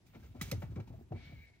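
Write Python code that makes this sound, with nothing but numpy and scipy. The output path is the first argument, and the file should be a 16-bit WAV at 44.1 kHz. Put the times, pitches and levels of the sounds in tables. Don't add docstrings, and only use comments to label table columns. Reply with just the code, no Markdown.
import sys
import numpy as np
from scipy import signal
from scipy.fft import rfft, irfft, next_fast_len
from scipy.io import wavfile
from scipy.ndimage import uniform_filter1d

SR = 44100
rng = np.random.default_rng(int(sys.argv[2]) if len(sys.argv) > 2 else 0)


def file_out(sig):
    cols = np.atleast_2d(sig).T
    lim = np.clip(cols, -1, 1)
    pcm = np.round(lim * 32767).astype(np.int16)
    wavfile.write(sys.argv[1], SR, pcm)


def volts(x):
    e = np.asarray(x, float) / 20
    return 10 ** e


N = 70560
T = np.arange(N) / SR

# [f/Hz, level/dB]
AIR_COLOUR = [(24, -34), (40, 1), (91, 0.5), (354, -13), (715, -20.5), (1300, -31), (2260, -34),
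              (13100, -47.5), (16000, -27)]
# [f/Hz, likeness/0..1]
EAR_LIKENESS = [(60, 0.82), (380, 0.26), (2380, 0.023), (15000, 0.075)]
# [t/s, rumble level/dB, rustle level/dB]
BED_STIR = [(0.0, -71.5, -81), (0.12, -68, -76), (0.2, -59, -73.5), (0.4, -61.5, -79.5), (0.552, -51, -73),
            (0.8, -54.5, -81.5), (1.0, -58, -78.5), (1.07, -70.5, -80.5), (1.162, -60, -84.5),
            (1.42, -63, -97), (1.47, -75.5, -80.5), (1.6, -80.5, -81)]
# [f/Hz, width/Hz, level/dB]
BED_MODES = [(49.7, 29.7, 0.5), (91, 31.7, 2), (127.7, 36.3, -1), (197.7, 54.4, -9), (245.4, 39, -8.5),
             (354, 97, -24.5)]
# [f/Hz, level/dB per Hz]
CLOTH_COLOUR = [(500, -4.5), (1200, -5), (2200, -2.5), (4000, -7), (7000, -11), (8000, -17), (13000, -16.5),
                (15800, -13)]
# [t/s, peak level/dB, f/Hz]
PAW_THUMPS = [(0.057, -57, 91), (0.083, -60, 89), (0.152, -45.5, 195), (0.205, -46, 89.5),
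              (0.22, -42, 66.4), (0.247, -56, 91), (0.28, -55, 120), (0.303, -50, 81.7), (0.352, -48, 139),
              (0.382, -40.5, 84), (0.412, -33, 192.7), (0.423, -36.5, 78), (0.44, -36.5, 66.5),
              (0.473, -43, 138), (0.491, -41, 86.6), (0.519, -29.5, 162.2), (0.539, -32.5, 88),
              (0.575, -32, 97.5), (0.632, -33.5, 158), (0.692, -37.5, 131), (0.721, -39, 78.6),
              (0.762, -33.5, 185), (0.774, -33, 115), (0.79, -36, 172), (0.803, -39, 120),
              (0.855, -52, 100), (0.897, -47, 133), (0.922, -45, 112), (0.946, -46.5, 106),
              (0.969, -49.5, 142), (1.026, -55, 79), (1.11, -32.5, 137), (1.137, -35, 107),
              (1.191, -52, 65.4), (1.222, -49.5, 73), (1.269, -45, 76), (1.297, -46.5, 89),
              (1.327, -41.5, 137.6), (1.363, -43, 63), (1.403, -46, 67), (1.44, -60, 120)]
# [t/s, peak level/dB, t60/s, tilt/dB per octave]
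CLOTH_SCUFFS = [(0.06, -57.5, 0.096, 2.5), (0.132, -54.5, 0.17, -7), (0.1459, -50, 0.073, -6.5),
                (0.189, -63.5, 0.21, 1.5), (0.228, -56, 0.16, -4), (0.2574, -55.5, 0.056, -2),
                (0.3455, -59.5, 0.36, -2.5), (0.392, -55.5, 0.19, -4.5), (0.4129, -34, 0.042, 4),
                (0.4187, -38, 0.049, 2.5), (0.514, -32, 0.057, 2), (0.54, -60, 0.24, 3),
                (0.598, -64, 0.16, 6), (0.619, -43.5, 0.097, -9), (0.7042, -55, 0.083, -3),
                (0.757, -46.5, 0.089, -6), (0.799, -45, 0.065, -5), (0.8718, -51, 0.077, -2),
                (1.0031, -71, 0.068, -19), (1.118, -49.5, 0.078, -5.5), (1.14, -64, 0.18, -15.5),
                (1.19, -65.5, 0.42, -10.5), (1.269, -69, 0.38, -12)]
# [f/Hz, width/Hz, level/dB]
SNAG_MODES = [(1328, 49, 5), (2300, 75, 11), (3870, 77, -7), (6320, 310, 9.5)]
# [t/s, level/dB, f/Hz, t60/s]
BED_KNOCKS = [(.146, -56.5, 333, 0.085), (.155, -53.5, 221, 0.11), (.147, -58, 2250, 0.057),
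              (0.225, -68.5, 1590, 0.11), (0.244, -56, 209, 0.077), (0.346, -49.5, 247.6, 0.13),
              (.346, -60, 704, 0.047), (.362, -59, 600, .06), (.413, -40, 291, 0.054),
              (.445, -59.5, 400, 0.14), (0.477, -51, 190, 0.1), (0.517, -42.5, 497, 0.074),
              (.522, -42.5, 569, 0.061), (.521, -44.5, 371.4, 0.1), (.621, -50, 760, 0.049),
              (.62, -51, 900, 0.036), (0.716, -48, 270, 0.066), (.762, -48.5, 234.7, 0.12),
              (.762, -53.5, 520, 0.054), (0.776, -45, 149, 0.11), (.79, -59, 329, 0.078),
              (.798, -56.5, 509, 0.074), (.873, -61.5, 894, 0.048), (.900, -53, 260, 0.16),
              (.938, -54, 653, 0.063), (0.984, -55, 223, 0.077), (1.007, -50, 254, 0.053),
              (1.106, -47, 245, 0.065), (1.117, -43, 337, 0.092), (1.1195, -34.5, 735, 0.033),
              (1.149, -50, 230, 0.12), (1.23, -65.5, 290, .15), (1.289, -62.5, 193, 0.13),
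              (1.318, -62.5, 687, 0.049), (1.321, -56, 317, 0.07)]
# [f/Hz, width/Hz, level/dB]
PUFF_MODES = [(260, 65, 2.0), (392, 145, 0.5), (760, 302, -8.5)]
# [t/s, level/dB, ring f/Hz, t60/s]
CLAW_SNAPS = [(.4118, -37.5, 1980, 0.043), (.4135, -47.5, 3900, 0.063), (.4125, -38.5, 1260, 0.02),
              (.5150, -36, 4180, 0.014), (.5152, -39.5, 6300, 0.025), (.5155, -36, 2500, 0.013),
              (.519, -42, 5400, 0.021), (.5265, -49, 2060, 0.053), (.5151, -41, 6100, 0.0066),
              (.5148, -43, 10900, 0.0088), (.5146, -36, 12600, 0.0083), (.5147, -33.5, 14700, 0.01)]
# [t/s, level/dB, whistle f/Hz, brightness/dB]
FUR_SLIDE = [
    (1.137, -72, 2230, -22),
    (1.165, -63.5, 2308, -8.5),
    (1.235, -67.5, 2200, 2.5),
    (1.262, -64, 2265, -1.5),
    (1.326, -64.5, 2300, -8),
    (1.375, -66, 2180, -8.5),
    (1.44, -64, 2300, -19),
    (1.49, -69.5, 2180, -5),
    (1.518, -81, 2200, -8),
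]
# [f/Hz, width/Hz, level/dB]
WEAVE_MODES = [(2200, 280, 10.5), (1615, 170, 2.5), (3840, 260, -3)]
# [f/Hz, level/dB per Hz]
FUR_COLOUR = [(1400, 2), (2700, -0.5), (3400, 6), (4100, -2), (4700, -8), (5600, -9), (8000, -53)]
# [f/Hz, side minus mid level/dB]
PAIR_WIDTH = [(60, -23), (180, -11.5), (550, 2), (1650, -0.5), (4970, 4), (15000, -1)]
# [f/Hz, phase/rad]
PAIR_TURN = [(60, 1.5), (150, 1.0), (300, 1.36), (700, 1.58), (1400, 0.81), (2800, 1.32), (5600, 3.14),
             (10000, 1.47)]
# [start t/s, end t/s, level/dB]
HISS_SPANS = [
    (.06, .3, -82),
    (.3, .34, -95),
    (.34, 1.04, -87),
    (.413, .43, -58),
    (.43, .513, -74),
    (.6, .645, -78),
    (1.1, 1.16, -89),
    (1.16, 1.25, -100),
    (1.25, 1.46, -82),
]


def rms_one(x):
    return x / np.sqrt(np.mean(x ** 2) + 1e-20)


def in_time(rows):
    s, *columns = np.transpose(rows)
    return [np.interp(T, s, column) for column in columns]


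def at_hz(points, hz):
    point_hz, value = np.transpose(points)
    return np.interp(np.log(hz), np.log(point_hz), value)


def drift(rate_hz):
    r = np.exp(-80 * np.pi * rate_hz / SR)
    noise = rng.standard_normal(N // 40 + 2002)
    slow = signal.lfilter([1], [1, -2 * r, r * r], noise)[2000:]
    return np.interp(np.arange(N) / 40, np.arange(len(slow)), rms_one(slow))


def resonate(x, modes):
    out = 0
    for k, (hz, width_hz, db) in enumerate(modes):
        r = np.exp(-np.pi * width_hz / SR)
        feedback = [1, -2 * r * np.cos(2 * np.pi * hz / SR), r * r]
        ring = signal.lfilter([(1 - r * r) / 2, 0, (r * r - 1) / 2], feedback, x)
        out = out + (-1) ** k * volts(db) * ring
    return out


def burst(s, rise_s, t60_s):
    t = np.maximum(T - s, 0)
    return (1 - np.exp(-t / rise_s)) ** 2 * volts(-60 * t / t60_s)


def bands(x, spectrum):
    bottom, top = spectrum[0][0], spectrum[-1][0]
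    edges = np.geomspace(bottom, top, int(2 * np.log2(top / bottom)) + 2)
    for k, (low, high) in enumerate(zip(edges, edges[1:])):
        hz = np.sqrt(low * high)
        sos = signal.butter(2, [low, high], "band", fs=SR, output="sos")
        yield hz, volts(at_hz(spectrum, hz)) * signal.sosfilt(sos, x[k % 2])


def hiss(spectrum, patchy_db):
    out = 0
    for hz, (mid, side) in bands(rng.standard_normal((2, 2, N)), spectrum):
        alike = np.clip(at_hz(EAR_LIKENESS, hz), 0, 1)
        stereo = np.sqrt(1 + alike) * mid + np.sqrt(1 - alike) * side * [[1], [-1]]
        out = out + volts(patchy_db * drift(5.3)) * stereo
    return rms_one(out)


def air():
    return volts(-66.5) * hiss(AIR_COLOUR, patchy_db=-2.0)


def rumble():
    rumble_db, _ = in_time(BED_STIR)
    level = volts(rumble_db + 4 + 2 * drift(14.4))
    return level * rms_one(resonate(rng.standard_normal(N), BED_MODES))


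def rustle():
    _, rustle_db = in_time(BED_STIR)
    level = volts(rustle_db + 1.44 * drift(34))
    return level * hiss(CLOTH_COLOUR, patchy_db=-1.5)


def thumps():
    sag_s, rest_hz, sag_from = 0.013, 88, 1.473
    out = np.zeros(N)
    for s, db, hz in PAW_THUMPS:
        t = np.maximum(T - s, 0)
        rest = min(hz, rest_hz)
        sag_hz = sag_from * (hz - rest + 10)
        turns = rest * t + sag_hz * sag_s * (1 - np.exp(-t / sag_s))
        out += volts(db + 2.5) * burst(s, rise_s=0.0026, t60_s=0.13) * np.sin(2 * np.pi * turns)
    return out


def grains():
    per_second, spread_db = 20000, 2.5
    size = volts(spread_db * np.minimum(rng.exponential(1, N), 4))
    sign = rng.choice([-1, 1], N)
    return rms_one(size * sign * (rng.random(N) < per_second / SR))


def scuffs():
    fibres = np.array([grains(), grains()])
    fibres = fibres + resonate(fibres, SNAG_MODES)
    parts = list(bands(fibres, CLOTH_COLOUR))
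    spread = np.std(sum(band for hz, band in parts))
    shapes, rise_s = [], 0.0015
    for s, db, t60, tilt in CLOTH_SCUFFS:
        soft_rise_s = rise_s * volts(-0.6 * (db + 33.5))
        shapes.append(volts(db - 7) * burst(s - rise_s, soft_rise_s, max(t60, 0.02)))
    drag_s, drag_end_s, drag_tilt_db = 0.425, 0.513, 1.5
    edges = np.clip(np.minimum(T - drag_s, drag_end_s - T) / 0.0052, 0, 1)
    shapes.append(volts(-59 - 56 * (T - drag_s)) * edges)
    tilts = np.append(np.array(CLOTH_SCUFFS)[:, 3], drag_tilt_db)
    return sum(band * (volts(tilts * np.log2(hz / 2000)) @ shapes) for hz, band in parts) / spread


def knocks():
    puff = resonate(rng.standard_normal(N), PUFF_MODES)
    dull = signal.butter(2, 1300, fs=SR, output="sos")
    puff = volts(-7.5) * rms_one(signal.sosfilt(dull, puff))
    rough = 1 + 0.25 * drift(40)
    out = np.zeros(N)
    for s, db, hz, t60 in BED_KNOCKS:
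        ring = rough * np.sin(2 * np.pi * hz * (T - s))
        out += volts(db + 5) * burst(s, 0.0028, t60) * (ring + puff)
    return out


def claws():
    out = np.zeros(N)
    for s, db, hz, t60 in CLAW_SNAPS:
        out += volts(db) * burst(s, 0.00018, t60) * np.sin(2 * np.pi * hz * (T - s))
    return out


def slide():
    db, hz, bright_db = in_time(FUR_SLIDE)
    start_s, end_s = FUR_SLIDE[0][0], FUR_SLIDE[-1][0]
    level = volts(db - 82 * np.maximum(T - end_s, 0)) * np.clip((T - start_s) / 0.0059, 0, 1)
    level = level + volts(-70.5) * burst(1.53, 0.0086, 0.25)
    waver = 1 + 0.3 * drift(35)
    blurred_hz = hz + 38.2 * drift(77)
    line = waver * np.sin(2 * np.pi * np.cumsum(blurred_hz) / SR)
    weave = volts(-5.5) * rms_one(resonate(rng.standard_normal(N), WEAVE_MODES))
    return level * (line + weave), level * volts(bright_db) * hiss(FUR_COLOUR, patchy_db=1.7)


def ports(x):
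    hz = np.fft.rfftfreq(N, 1 / SR) + 1
    turn = volts(at_hz(PAIR_WIDTH, hz) - 2.5) * np.exp(1j * at_hz(PAIR_TURN, hz))
    side = irfft(rfft(x) * turn, N)
    return np.array([x + side, x - side])


def bedroom(x):
    t60_s, wall_cut_hz = 0.26, 7800
    out, size = np.zeros((2, N)), next_fast_len(N + SR)
    w = 2 * np.pi * np.fft.rfftfreq(size)
    dull = np.exp(-2 * np.pi * wall_cut_hz / SR)
    wall = (1 - dull) / (1 - dull * np.exp(-1j * w))
    spectrum = rfft(x, size)
    lags = (rng.uniform(0.004, 0.03, 16) * SR).astype(int)
    for k, lag in enumerate(lags):
        loop = volts(-60 * lag / SR / t60_s) * wall * np.exp(-1j * w * lag)
        out[k % 2] += irfft(spectrum * loop / (1 - loop), size)[:N] * (-1) ** (k // 2)
    return out


def scene():
    bed = rumble()
    whistle, fur = slide()
    low = thumps() + knocks() + bed
    cloth = scuffs() + whistle
    folds = rustle()
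    direct = ports(low + cloth + claws())
    walls = volts(-15.5) * bedroom(cloth + 0.45 * low)
    return direct + walls + fur + folds + air()


def top_cut(x):
    return signal.sosfilt(signal.butter(12, 16650, fs=SR, output="sos"), x)


def record(dry):
    mid_cut_hz, side_cut_hz, top_hz, gate_hz = 15780, 10900, 14000, 12900
    x = signal.sosfilt(signal.butter(4, 48, "high", fs=SR, output="sos"), dry)
    top_band = signal.butter(4, [top_hz, mid_cut_hz], "band", fs=SR, output="sos")
    top = rms_one(signal.sosfilt(top_band, rng.standard_normal(N)))
    level, is_open = np.zeros(N), np.zeros(N)
    for s, end, db in HISS_SPANS:
        inside = (T > s) * (T < end)
        level += volts(db) * inside
        is_open = np.maximum(is_open, inside)
    x = x + top * volts(drift(9)) * level
    hz = np.fft.rfftfreq(N, 1 / SR)
    shut = uniform_filter1d(1 - is_open, size=200)
    x = x - shut * irfft(rfft(x) * (hz > gate_hz), N)
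    mid = irfft(rfft(x[0] + x[1]) * np.where(hz < mid_cut_hz, 1, volts(-22)), N) / 2
    side = irfft(rfft(x[0] - x[1]) * np.where(hz < side_cut_hz, 1, volts(-16)), N) / 2
    return top_cut(np.array([mid + side, mid - side]))


dry = scene()
out = record(dry)
file_out(out)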